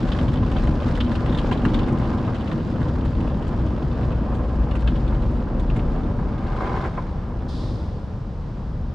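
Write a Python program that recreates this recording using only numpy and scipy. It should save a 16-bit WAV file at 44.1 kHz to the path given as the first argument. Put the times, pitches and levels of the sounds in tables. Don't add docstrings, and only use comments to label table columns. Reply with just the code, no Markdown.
import sys
import numpy as np
from scipy import signal
from scipy.fft import rfft, irfft, next_fast_len
from scipy.io import wavfile
from scipy.ndimage import uniform_filter1d

SR = 44100
rng = np.random.default_rng(int(sys.argv[2]) if len(sys.argv) > 2 else 0)


def int16_out(signal):
    q = np.round(np.clip(np.atleast_2d(signal).T, -1, 1) * 32767)
    wavfile.write(sys.argv[1], SR, q.astype(np.int16))


N = 394254
T = np.arange(N) / SR
SIZE = next_fast_len(N + SR // 4, True)
HZ = np.maximum(np.fft.rfftfreq(SIZE, 1 / SR), 1)

# (frequency [Hz], relative level [dB])
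SPLAT_COLOUR = [(900, -17), (2000, -1.5), (2700, 2.5), (3700, 1), (4500, -2.5), (5600, -13.5), (8000, -23),
                (15000, -45)]
# (frequency [Hz], relative level [dB])
SPATTER_COLOUR = [(3500, -14), (6000, 0), (7600, 0), (8600, -6.5), (10400, -8), (12500, -20), (15000, -37)]

SPRAY_LEAVES_S, SPRAY_MOVE_S = 1.77, 1
JET_RISE_DB_PER_S, JET_FALL_DB_PER_S = 42, 40


def undb(db):
    return 10 ** (np.asarray(db) / 20)


def unit(x):
    return x / np.sqrt(np.mean(x ** 2))


def curve(rows):
    s, db = np.transpose(rows)
    return np.interp(T, s, db)


def spectrum(points):
    hz, db = np.transpose(points)
    return undb(np.interp(np.log(HZ), np.log(hz), db))


def colour(points):
    cepstrum = irfft(np.log(spectrum(points)))
    cepstrum[1:SIZE // 2] *= 2
    cepstrum[SIZE // 2 + 1:] = 0
    return np.exp(rfft(cepstrum))


def resonances(modes):
    response = 0
    for k, (hz, width, db) in enumerate(modes):
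        mode = undb(db) / (1 + 1j * (HZ ** 2 - hz ** 2) / (HZ * width))
        response = response + (-1) ** k * mode
    return response


def cabin(pair, response):
    # (frequency [Hz], side minus mid [dB])
    width_points = [(60, -35), (150, -19.5), (350, -14), (700, -12), (1400, -8.5), (2600, -4.5),
                    (5000, -9.5), (8000, -4), (12000, -7.5)]
    # (frequency [Hz], left minus right [dB])
    lean_points = [(50, 1.3), (250, .7), (600, -.8), (2500, .1), (8000, -.4)]
    mid, side = rfft(pair, SIZE) * response
    side = side * spectrum(width_points)
    lean = np.sqrt(spectrum(lean_points))
    left, right = (mid + side) * lean, (mid - side) / lean
    return irfft(np.array([left, right]))[:, :N]


def noise():
    return rng.standard_normal((2, N))


def walk(rate):
    k = int(SR / rate)
    steps = np.repeat(rng.standard_normal(N // k + 1), k)
    smooth = uniform_filter1d(uniform_filter1d(steps, k), k)
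    return unit(smooth[:N])


def gust(start_s, attack_s, hold_s, fall_db_per_s):
    rise = np.clip((T - start_s) / attack_s, 0, 1)
    falling_s = np.maximum(T - start_s - attack_s - hold_s, 0)
    return rise * undb(-fall_db_per_s * falling_s)


def sweep(full_s, leaves_s, rise_db_per_s, fall_db_per_s):
    before_s, after_s = np.maximum(full_s - T, 0), np.maximum(T - leaves_s, 0)
    return undb(-rise_db_per_s * before_s - fall_db_per_s * after_s)


def fade(splash_s, tail_db, tail_s):
    t = T[:SR // 8]
    return np.exp(-(t / splash_s) ** 2) + undb(tail_db) * np.exp(-t / tail_s)


def shower(per_s, spread_db, splash_s, tail_db):
    size = undb(spread_db * np.minimum(rng.exponential(size=N), 5))
    hits = (rng.random(N) < per_s / SR) * size
    power = signal.oaconvolve(hits ** 2, fade(splash_s, tail_db, .016) ** 2)[:N]
    return unit(noise() * np.sqrt(np.abs(power)))


def splash(hit, hz):
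    pocket = signal.lfilter(*signal.iirpeak(hz, 6, fs=SR), hit)
    hit = .8 * hit + 1.6 * pocket
    return signal.lfilter(*signal.butter(2, 1.6 * hz, fs=SR), hit)


def strikes(times, levels_db, lengths_s, tail_db, pitches_hz=None):
    spread_share, cabin_tail_s = 0.26, 0.021
    out = np.zeros((2, N + SR))
    for k, (s, db, length_s) in enumerate(zip(times, levels_db, lengths_s)):
        envelope = fade(length_s, tail_db, cabin_tail_s)
        envelope = envelope * np.minimum(T[:len(envelope)] / (spread_share * length_s), 1)
        hit = rng.standard_normal((2, len(envelope))) * envelope
        if pitches_hz is not None:
            hit = splash(hit, pitches_hz[k])
        start = int(s * SR)
        out[:, start:start + len(envelope)] += undb(db) * hit
    return out[:, :N]


def pane(points):
    # (delay [s], level against the direct sound [dB])
    reflections = [(.0023, -17), (.0058, -16), (.0086, -15)]
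    lag_s, db = np.transpose(reflections)
    response = np.zeros(SIZE)
    response[0] = 1
    response[(lag_s * SR).astype(int)] += undb(db)
    return colour(points) * rfft(response) / np.linalg.norm(response)


def body():
    # (frequency [Hz], lift [dB])
    modes = [(505, 3), (580, 3.5), (750, 3.5), (1025, 5), (1190, 2.5), (1630, 3.5)]
    width_hz = 23
    lifts = [1 + (undb(db) - 1) * resonances([(hz, width_hz, 0)]) for hz, db in modes]
    return np.prod(lifts, axis=0)


def machinery():
    # (frequency [Hz], relative level [dB])
    bay_colour = [(12, -30.5), (35, -8), (60, -4.5), (110, -8), (190, -11.5), (270, -23.5), (700, -34),
                  (1000, -34), (2200, -51), (3200, -53), (5000, -55.5), (8000, -70.5), (15000, -90.5)]
    # (frequency [Hz], relative level [dB])
    rumble_colour = [(12, -30.5), (24, -19.5), (33, 5.5), (44, -4), (54, 2.5), (70, 0.5), (90, -3.5),
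                     (130, -23.5), (250, -39.5), (3000, -130)]
    # (time [s], relative level [dB])
    rumble_course = [(0, -22), (.6, -23), (1.75, -27), (2.3, -37.5), (3.1, -25.5), (4.2, -30), (5.9, -27),
                     (6.8, -31.5), (7.7, -31.5), (8.3, -42.5), (8.94, -34.5)]
    bay = unit(cabin(noise(), colour(bay_colour))) * undb(-28.5 + .5 * walk(5.5))
    swell = gust(4.92, attack_s=.17, hold_s=.41, fall_db_per_s=19.5)
    hum_gain = undb(-38) + undb(-32.5) * swell
    hum_hz = 33.5 + 0.73 * walk(10.0)
    hum = unit(np.sin(2 * np.pi * np.cumsum(hum_hz) / SR)) * hum_gain * undb(3.0 * walk(4.8))
    rumble = unit(cabin(noise(), colour(rumble_colour)))
    return bay + hum + rumble * undb(curve(rumble_course) + 1.5)


def boom():
    full_s, leaves_s = 4.75, 5.04
    hz = 55.2 - 6 * (T - full_s)
    swing = unit(np.sin(2 * np.pi * np.cumsum(hz + 2.4 * walk(16)) / SR)) * undb(2.0 * walk(9))
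    drive = sweep(full_s, leaves_s, rise_db_per_s=6, fall_db_per_s=13.5)
    return cabin(np.array([swing, swing]) * drive, undb(-22.5))


def air_valve():
    # (frequency [Hz], relative level [dB])
    air_colour = [(1200, -32), (2200, -16), (2900, -9), (3200, -1.5), (3500, 2.7), (4200, -.3), (4900, .5),
                  (6000, -10), (8000, -18.5), (10500, -24), (15000, -52)]
    opening = gust(7.478, attack_s=.012, hold_s=.135, fall_db_per_s=41)
    return unit(cabin(noise(), colour(air_colour))) * undb(-48.5) * opening


def jet_force():
    full_s, shut_s, cut_s = 6.62, 6.872, .025
    full_db, dribble_db = -30, -5
    shut_db = dribble_db * np.clip((T - shut_s) / cut_s, 0, 1)
    return sweep(full_s, shut_s, JET_RISE_DB_PER_S, JET_FALL_DB_PER_S) * undb(full_db + shut_db)


def jet():
    # (frequency [Hz], width [Hz], relative level [dB])
    panel_modes = [(350, 90, 5), (610, 240, -2), (779, 103, 3), (1030, 52, 3.5), (1216, 104, -3.5),
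                   (1600, 220, -12), (2130, 140, -14.5)]
    # (time [s], relative level [dB], length [s])
    slugs = [(0.424, -20.5, 0.011), (0.555, -21, 0.015), (0.67, -19.5, 0.012), (1.443, -19.5, 0.0054),
             (1.487, -19, .006), (1.514, -15, 0.0099), (2.279, -20, .017), (5.114, -26, 0.027),
             (6.186, -24.5, .018), (6.845, -23, .022), (6.974, -15.5, 0.012)]
    panel_colour = [(200, -5.5), (600, -2), (2200, 0.0), (4000, -14), (8000, -28.0), (15000, -48.0)]
    panel = resonances(panel_modes) * colour(panel_colour)
    stream = unit(cabin(shower(per_s=900, spread_db=2.1, splash_s=.003, tail_db=-13), panel))
    s, slap_db, length_s = np.transpose(slugs)
    slaps = cabin(strikes(s, slap_db + 7, length_s, tail_db=-9), panel)
    flutter = undb(1.4 * walk(36))
    graze = undb(-37) * sweep(1.83, 2.13, JET_RISE_DB_PER_S, JET_FALL_DB_PER_S)
    return stream * (jet_force() + graze) * flutter + slaps


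def fat_drops():
    # (time [s], relative splat level [dB], splat pitch [Hz], relative pane ring level [dB],
    # relative fine spatter level [dB], splash length [s])
    drops = [(.118, -30.5, 3340, -33.5, -74, .008), (0.147, -45, 3200, -35, -73, .009),
             (0.187, -34.5, 3000, -31, -74, 0.0066), (0.279, -36, 3100, -39, -74, .009),
             (.333, -46, 3400, -41, -68, .009), (0.514, -38.5, 3300, -37, -68, .009),
             (0.564, -36, 3140, -36.5, -74, 0.0096), (0.634, -45, 3300, -34.5, -67, 0.0086),
             (0.67, -38, 2700, -36, -67, 0.0079), (0.952, -34, 3320, -37, -67, 0.004),
             (0.972, -42, 3600, -33, -68, .011), (1.002, -27, 3170, -31.5, -67, 0.013),
             (1.115, -42, 3480, -35.5, -68, 0.013), (1.152, -32.5, 2970, -33, -73, 0.0064),
             (1.258, -37, 3070, -31.5, -69, 0.0081), (1.322, -39, 3500, -35.5, -72, 0.015),
             (1.345, -36, 3500, -35, -68, 0.0083), (1.373, -37, 3630, -34.5, -64, 0.0091),
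             (1.383, -32.5, 3400, -33, -67, 0.012), (1.511, -33, 2600, -31.5, -66, 0.011),
             (1.523, -31.5, 3120, -37, -66, 0.011), (1.572, -40, 3700, -51, -73, 0.011),
             (1.65, -30, 2750, -23.5, -62, 0.0066), (1.741, -30.5, 3500, -33.5, -64, .011),
             (1.789, -31.5, 2900, -34, -67, 0.0078), (1.882, -43, 3100, -32, -68, 0.0074),
             (2.342, -40.5, 3000, -40.5, -72, 0.014), (2.406, -43, 3000, -50, -74, .008),
             (2.473, -39, 2630, -39, -75, .009), (2.513, -37.5, 2800, -30.5, -73, 0.01),
             (2.809, -49, 3000, -38, -72, 0.022), (3.048, -44, 3000, -39, -70, 0.012),
             (3.202, -41.5, 2880, -40, -72, 0.011), (3.272, -43.5, 2640, -45, -74, 0.0082),
             (3.422, -45, 3000, -46, -75, .008), (3.476, -51, 2810, -49, -67, 0.0082),
             (4.029, -43.5, 2500, -42.5, -77, 0.013), (4.116, -41, 2620, -51, -76, 0.0082),
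             (4.338, -50, 3420, -45, -70, 0.024), (4.71, -36, 2760, -36, -72, 0.0075),
             (4.751, -38, 2700, -34.5, -67, 0.014), (4.804, -49, 3600, -49, -70, .008),
             (4.8723, -30, 3030, -32, -71, 0.012), (4.953, -42, 3040, -46, -75, 0.012),
             (5.076, -43, 3500, -46, -75, .009), (5.145, -45, 2980, -47.5, -76, .009),
             (5.219, -47, 3180, -48, -77, .01), (5.595, -43, 3400, -44, -66, 0.0083),
             (5.698, -36.5, 2560, -45, -78, 0.0093), (5.76, -37, 2170, -39.5, -65, 0.013),
             (5.79, -37, 2380, -47, -78, .011), (6.638, -46, 2200, -39, -80, .016),
             (6.758, -49, 3300, -34.5, -76, 0.028), (6.845, -41, 2200, -33, -75, 0.016)]
    # (frequency [Hz], relative level [dB])
    ring_colour = [(500, -30.5), (1000, -1.5), (1600, -3.5), (2100, -10), (3500, -52.5), (15000, -91)]
    s, splat_db, splat_hz, ring_db, spatter_db, length_s = np.transpose(drops)
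    splat_hits = strikes(s, splat_db - 0.5, length_s, tail_db=-5.0, pitches_hz=splat_hz)
    ring_hits = strikes(s, ring_db + 10.5, length_s, tail_db=-2.5)
    spatter_hits = strikes(s, spatter_db + 13.5, length_s * 1.35, tail_db=-4.5)
    splat = cabin(splat_hits, pane(SPLAT_COLOUR))
    ring = cabin(ring_hits, colour(ring_colour) * body())
    spatter = cabin(spatter_hits, colour(SPATTER_COLOUR))
    return splat + ring + spatter


def drips():
    per_s, length_s, low_hz, high_hz, range_db = 38, .0055, 2350, 3700, 14
    when, size, pitch = rng.random((int(per_s * N / SR), 3)).T
    pitches_hz = low_hz + (high_hz - low_hz) * pitch
    lengths_s = np.full(len(when), length_s)
    hits = strikes(when * T[-1], -range_db * size, lengths_s, tail_db=-9, pitches_hz=pitches_hz)
    return unit(cabin(hits, pane(SPLAT_COLOUR)))


def glass_wetting():
    water_off_s, drain_s = 7.4, 1
    since = np.maximum(T - SPRAY_LEAVES_S, 0)
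    mist = undb(-48 - 2.5 * np.minimum(since / SPRAY_MOVE_S, 1) - 2 * since)
    running = np.clip(1 - (T - water_off_s) / drain_s, 0, 1)
    jet_mist = jet_force() * undb(-21)
    return np.hypot(mist * running, jet_mist)


def spray(flow_db):
    # (frequency [Hz], relative level [dB])
    wash_colour = [(200, -13.5), (310, -1.5), (390, -4.5), (470, -1.5), (590, -4), (680, -7.5), (900, -8.5),
                   (1150, -11.5), (1600, -20), (2100, -28), (3200, -35.5), (15000, -100)]
    # (frequency [Hz], relative level [dB])
    glass_colour = [(500, -16), (780, 8), (1150, 5), (1500, 7.5), (2300, -3.5), (2850, -2), (3700, -4),
                    (5000, -7.5), (6300, -16), (7700, -20), (8500, -27.5), (10400, -28), (11800, -36),
                    (15000, -57)]
    modes = body()
    sheet_drops = shower(per_s=3000, spread_db=2.3, splash_s=.002, tail_db=-14)
    sheet = unit(cabin(sheet_drops, colour(wash_colour) * modes))
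    tick_drops = shower(per_s=1100, spread_db=2.7, splash_s=.0028, tail_db=-14)
    ticks = unit(cabin(tick_drops, colour(glass_colour) * modes))
    spatter_drops = shower(per_s=14, spread_db=2.2, splash_s=.014, tail_db=-6)
    spatter = unit(cabin(spatter_drops, colour(SPATTER_COLOUR)))
    surge_db = 1.5 * walk(11)
    glass = ticks * undb(4.0 + surge_db) + drips() * undb(-6) + spatter * undb(-26.0)
    wash = sheet * undb(-31.5 + 0.96 * flow_db + 0.9 * walk(23))
    return wash + glass * glass_wetting()


def roof(flow_db):
    # (frequency [Hz], width [Hz], relative level with the spray at the front [dB],
    # relative level once it has moved on [dB])
    roof_modes = [(117.8, 29.7, 0.5, 0), (165.3, 34, -2.5, -3), (205.7, 28.2, -0.5, -2),
                  (245, 17.2, 3, 1.5), (316.2, 60, -5, -6.5)]
    headliner = colour([(50, -23.0), (100, 1.5), (340, -2.5), (600, -13.5), (1500, -45.0), (15000, -100)])
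    drops = shower(per_s=1800, spread_db=3.0, splash_s=0.00093, tail_db=-25.0)
    hz, width, front_db, back_db = np.transpose(roof_modes)
    front = unit(cabin(drops, resonances(zip(hz, width, front_db)) * headliner))
    back = unit(cabin(drops, resonances(zip(hz, width, back_db)) * headliner))
    moved = np.clip((T - SPRAY_LEAVES_S) / SPRAY_MOVE_S, 0, 1)
    drumming = front * (1 - moved) + back * moved
    return drumming * undb(-22 + 1.25 * flow_db + 0.82 * walk(7.0))


def scene():
    # (time [s], flow [dB])
    flow = [(0, -0.5), (.8, -1.5), (1.8, 0.5), (2.15, -3), (4, -2.5), (4.9, -4), (6, -2.5), (6.9, -10.5),
            (7.7, -7), (8.2, -15), (8.94, -15)]
    flow_db = curve(flow)
    background = machinery() + boom() + air_valve()
    return background + jet() + fat_drops() + spray(flow_db) + roof(flow_db)


def record(dry):
    low_pass = signal.ellip(8, .2, 70, 14900, fs=SR, output="sos")
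    return signal.sosfilt(low_pass, dry)


dry = scene()
out = record(dry)
int16_out(out)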